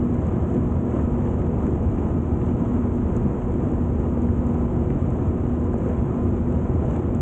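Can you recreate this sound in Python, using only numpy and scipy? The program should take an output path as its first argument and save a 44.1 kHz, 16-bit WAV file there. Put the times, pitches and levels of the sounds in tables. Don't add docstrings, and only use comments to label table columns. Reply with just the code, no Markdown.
import sys
import numpy as np
from scipy import signal
from scipy.fft import rfft, irfft
from scipy.io import wavfile
from scipy.ndimage import uniform_filter1d

SR = 44100
rng = np.random.default_rng(int(sys.argv[2]) if len(sys.argv) > 2 else 0)


def output_pcm(signal):
    pcm = np.clip(np.atleast_2d(signal).T, -1, 1) * 32767
    wavfile.write(sys.argv[1], SR, np.round(pcm).astype(np.int16))


N = 317961
TIME = np.arange(N) / SR
TOP_HZ = 9100

# peak_s, swell_db
BOW_WAVES = [(0.26, 3.5), (0.52, 2.5), (0.96, 3.5), (1.25, 2.5), (1.44, 0.5), (1.66, 3), (2.06, 2.5),
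             (2.5, 2.5), (2.75, 2.5), (3.15, 2), (3.72, 0.5), (4.61, 1.6), (5.05, 1), (5.23, 1),
             (5.77, -0.5), (5.9, 3.5), (6.22, 1.5), (6.55, 1.5), (6.89, 4)]
# pitch_hz, relative_db
SPRAY_SPECTRUM = [(1000, -21.5), (3200, -1), (4000, -11.5), (4800, -21.5), (5500, -15), (6300, -4.5),
                  (7100, -1.5), (8000, -6.5), (8600, -15.5), (9200, -29.5)]
# pitch_hz, relative_db
TICK_SPECTRUM = [(1000, -26), (3000, -8), (4500, -20.5), (5500, -15.5), (6400, -2), (7400, 3), (8200, -6.5),
                 (9200, -20.5)]
# start_s, relative_peak_db, splash_share, brightness_db_per_octave
CAMERA_DROPS = [(0.1435, -48.5, .06, 3), (0.2688, -44, .06, 3), (1.668, -48, .18, -5), (1.676, -51, .08, 1),
                (1.9838, -54, .1, -10), (3.1256, -54, .1, -11), (3.1666, -38.5, .045, 3),
                (3.5221, -50, .06, 2), (3.7185, -46, .06, 0), (3.9275, -55, .05, -12),
                (4.2204, -43, .04, -4), (4.4679, -45.5, .06, 7), (5.1053, -44, .06, 2),
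                (5.2765, -53, .15, -6.5), (5.642, -53, .4, -5), (5.7346, -52, .4, -2),
                (5.7419, -51, .1, -3), (5.779, -54, .3, -5), (5.7839, -50, .15, 2), (5.888, -48, .15, 2),
                (5.8963, -53, .2, -7.5), (6.5255, -46, .06, -2), (6.852, -51, .3, 0),
                (6.9103, -51, .25, -3), (6.9642, -44, .1, 3), (7.1496, -39.5, .04, 1)]
# start_s, peak_db, pitch_hz, decay_s
HULL_SLAPS = [(0.144, -42, 2300, .004), (1.274, -42, 2000, .003), (1.417, -40, 2000, 0.0018),
              (1.667, -37.5, 1680, .005), (1.984, -37, 2170, 0.0012), (2.415, -41, 2210, 0.0038),
              (4.288, -37, 1600, 0.0023), (4.904, -35.5, 1730, 0.0023), (5.733, -35, 1300, 0.0058),
              (5.896, -39, 2100, 0.0027), (6.91, -40, 2020, 0.0044), (6.963, -42, 2500, .002),
              (7.15, -45.5, 2500, .001)]
# pitch_hz, relative_db
RUSH_SPECTRUM = [(200, -11.5), (420, 0.5), (520, 1), (590, -3.5), (700, -4.5), (820, -6.5), (920, -10),
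                 (1040, -10), (1130, -14), (1260, -13), (1500, -20), (2000, -26), (2900, -34.5),
                 (6000, -84.5)]
# pitch_hz, relative_db
WIND_SPECTRUM = [(8, -43.5), (20, -24), (30, -15), (40, -8), (58, -6), (82, 1.5), (102, -5), (135, -4),
                 (160, -8), (220, -6), (290, -11), (370, -11.5), (440, -25), (900, -50.5)]
# peak_s, rumble_change_db, flutter_change_db
WIND_GUSTS = [(0.09, -4, 1), (0.56, -6.5, 5.5), (0.86, -6, 0), (0.97, -2, 3), (1.62, -1, -1.5),
              (1.69, 0.5, 4), (2.17, 0.5, 2.5), (2.27, -0.5, -2), (2.62, -4.5, 3), (2.76, -0.5, 3),
              (3.17, 0.5, 1.5), (3.3, 0, 3.6), (3.41, -2, -4.5), (3.75, 1.5, 2), (5.25, -1.5, 1),
              (5.36, -5, -1), (6.15, -6, 0.5), (6.71, 0, 0), (6.96, -1, 1)]
# peak_s, peak_db, pitch_hz
WIND_THUMPS = [(0.424, -16.5, 76.7), (0.63, -19.5, 86), (0.783, -21.5, 82), (1.047, -19.5, 79),
               (1.884, -17.5, 80), (2.332, -21, 83.5), (2.895, -18, 88), (3.34, -23, 79.5), (3.62, -24, 70),
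               (3.997, -18, 74), (4.298, -21, 85), (5.025, -25, 89), (5.121, -23, 78), (5.29, -19, 85),
               (5.999, -14.5, 68.6), (6.267, -17.5, 93), (6.31, -20.5, 74.4), (6.585, -21, 73.4),
               (6.775, -20, 82)]
# time_s, cycles_per_s
ENGINE_SPEED = [(0, 60.02), (0.55, 60.33), (0.9, 60.0), (1.3, 59.68), (2.1, 60.14), (3.0, 59.97),
                (3.85, 60.1), (4.3, 59.55), (4.7, 59.87), (5.6, 60.08), (7.21, 60.04)]
# multiple_of_cycle_rate, base_level_db
ENGINE_TONES = [(2, -43), (4, -32), (6, -39), (7, -51), (8, -43.5), (10, -53), (11, -51.5), (14, -59.5),
                (16, -53.5), (17, -54.5), (18, -62.5), (19, -65), (20, -60.5), (21, -59.5), (22, -72),
                (28, -75.5), (39, -73.5), (41, -77), (48, -79)]
# time_s, relative_db
EXHAUST_SWELLS = [(0, -23.5), (0.11, -27), (0.24, -37), (0.47, -41), (0.61, -31.5), (1.22, -26),
                  (1.38, -33), (1.68, -33.5), (1.9, -37.5), (2.25, -35.5), (2.78, -29), (3.4, -34.5),
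                  (3.85, -32.5), (4.35, -27), (4.72, -27), (5.03, -37.5), (5.23, -30.5), (5.95, -34),
                  (6.15, -31.5), (6.52, -30.5), (6.72, -40), (7.0, -30.5), (7.21, -29)]


def amp(db):
    return 10 ** (np.asarray(db) / 20)


def unit(x):
    return x / np.sqrt(np.mean(x ** 2) + 1e-20)


def curve(rows):
    return np.interp(TIME, *np.transpose(rows))


def colour(x, spectrum):
    hz, db = np.transpose(spectrum)
    all_hz = np.fft.rfftfreq(len(x), 1 / SR)
    shape_db = np.interp(np.log(all_hz + 1), np.log(hz), db, left=-120, right=-120)
    return irfft(rfft(x) * amp(shape_db), len(x))


def drift(rate_hz, points=8192):
    hz = np.fft.rfftfreq(points, TIME[-1] / points)
    slow = irfft(rfft(rng.standard_normal(points)) / np.sqrt(1 + (hz / rate_hz) ** 4))
    return unit(np.interp(TIME, np.linspace(0, TIME[-1], points), slow))


def humps(rows, rise_s, fall_s):
    return sum(db * np.exp(-.5 * ((TIME - peak_s) / np.where(TIME < peak_s, rise_s, fall_s)) ** 2)
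               for peak_s, db in rows)


def add(mix, start_s, sound):
    part = mix[round(start_s * SR):][:len(sound)]
    part += sound[:len(part)]


def wave_swell(chop_db=0.5, chop_hz=6.2):
    return humps(BOW_WAVES, rise_s=0.069, fall_s=0.056) + chop_db * drift(chop_hz)


def spray(swell_db, level_db=-67.0, follow=0.9, droplets_per_s=260, droplet_db=-7.0, spread_db=4.0):
    sizes = amp(spread_db * np.minimum(rng.exponential(1, N), 4)) * rng.choice([-1, 1], N)
    droplets = unit(sizes * (rng.random(N) < droplets_per_s / SR))
    mist = rng.standard_normal(N) * amp(1.15 * drift(rate_hz=40))
    hiss = unit(colour(mist + amp(droplet_db) * droplets, SPRAY_SPECTRUM))
    return hiss * amp(level_db + follow * swell_db)


def camera_drops(boost_db=1, splash_s=0.0028):
    out, t = np.zeros(N), np.arange(2048) / SR
    for start_s, peak_db, splash_share, brightness in CAMERA_DROPS:
        splash = splash_share * rng.standard_normal(len(t)) * np.exp(-t / splash_s)
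        hit = np.roll((t == 0) + splash, len(t) // 2)
        spectrum = [(hz, db + brightness * np.log2(hz / TOP_HZ)) for hz, db in TICK_SPECTRUM]
        tick = colour(hit, spectrum)
        add(out, start_s - t[-1] / 2, amp(peak_db + boost_db) * tick / abs(tick).max())
    return out


def hull_slaps(rise_s=0.0012, treble_limit_hz=3350):
    out, t = np.zeros(N), np.arange(2048) / SR
    dull = signal.butter(4, treble_limit_hz, fs=SR, output="sos")
    for start_s, peak_db, pitch_hz, decay_s in HULL_SLAPS:
        band = signal.butter(3, [0.49 * pitch_hz, 1.19 * pitch_hz], "band", fs=SR, output="sos")
        burst = rng.standard_normal(len(t)) * np.minimum(t / rise_s, 1) * np.exp(-t / decay_s)
        slap = signal.sosfilt(np.vstack([band, dull]), burst)
        add(out, start_s - rise_s, amp(peak_db) * slap / abs(slap).max())
    return out


def hull_knock(peak_s=5.7421, peak_db=-18.5, pitch_hz=620):
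    offset_squared = (np.pi * pitch_hz * (TIME - peak_s)) ** 2
    return amp(peak_db) * (2 * offset_squared - 1) * np.exp(-offset_squared)


def hull_rush(swell_db, level_db=-36.0, follow=0.9, churn_db=0.8):
    churn = rng.standard_normal(N) * amp(churn_db * drift(rate_hz=51))
    return unit(colour(churn, RUSH_SPECTRUM)) * amp(level_db + follow * swell_db)


def wind(rumble_db=-25.0, flutter_db=-26.0, split_hz=132.8, buffet_db=0.76, buffet_hz=6.1):
    out = np.zeros(N)
    for column, side, level_db in [(1, "low", rumble_db), (2, "high", flutter_db)]:
        band = signal.butter(6, split_hz, side, fs=SR, output="sos")
        swirls = signal.sosfilt(band, colour(rng.standard_normal(N), WIND_SPECTRUM))
        swirls /= np.sqrt(uniform_filter1d(swirls ** 2, 3600) + 1e-20)
        gust_db = humps([(row[0], row[column]) for row in WIND_GUSTS], rise_s=0.035, fall_s=0.029)
        out += swirls * amp(level_db + gust_db + buffet_db * drift(buffet_hz))
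    return out


def wind_thumps(width_s=0.016):
    out = np.zeros(N)
    for peak_s, peak_db, pitch_hz in WIND_THUMPS:
        t = TIME - peak_s
        loudness = amp(peak_db) * np.exp(-.5 * (t / width_s) ** 2)
        out += loudness * np.cos(2 * np.pi * (pitch_hz * t + rng.random()))
    return out


def engine(wander_hz=0.061, exhaust_boost_db=0.46, follow=0.9, flutter_db=0.5,
           other_tones_db=-0.65, waver_db=1.4, scatter=0.018, roughness=0.1):
    speed_hz = curve(ENGINE_SPEED) + wander_hz * drift(rate_hz=4.18)
    cycles = np.cumsum(speed_hz) / SR
    exhaust_db = curve(EXHAUST_SWELLS)
    swell_db = follow * (exhaust_db - exhaust_db.mean())
    out = np.zeros(N)
    for multiple, base_db in ENGINE_TONES:
        if multiple == 4:
            level_db = base_db + exhaust_boost_db + swell_db + flutter_db * drift(rate_hz=5.9)
        else:
            level_db = base_db + other_tones_db + waver_db * drift(rate_hz=4.0)
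        wobble = 1 + scatter * multiple * (drift(rate_hz=3.0) + 1j * drift(rate_hz=3.0))
        pure_tone = np.exp(2j * np.pi * (multiple * cycles + rng.random()))
        tone = unit((wobble * pure_tone).real)
        out += amp(level_db) * (1 + roughness * drift(rate_hz=30)) * tone
    return out


def scene():
    swell_db = wave_swell()
    water = spray(swell_db) + camera_drops() + hull_slaps() + hull_knock() + hull_rush(swell_db)
    air = wind() + wind_thumps()
    return (water + air + engine())[None]


def record(dry):
    treble_cut = signal.firwin(511, TOP_HZ, window=("kaiser", 9), fs=SR)
    return signal.oaconvolve(dry, treble_cut[None], "same")


dry = scene()
out = record(dry)
output_pcm(out)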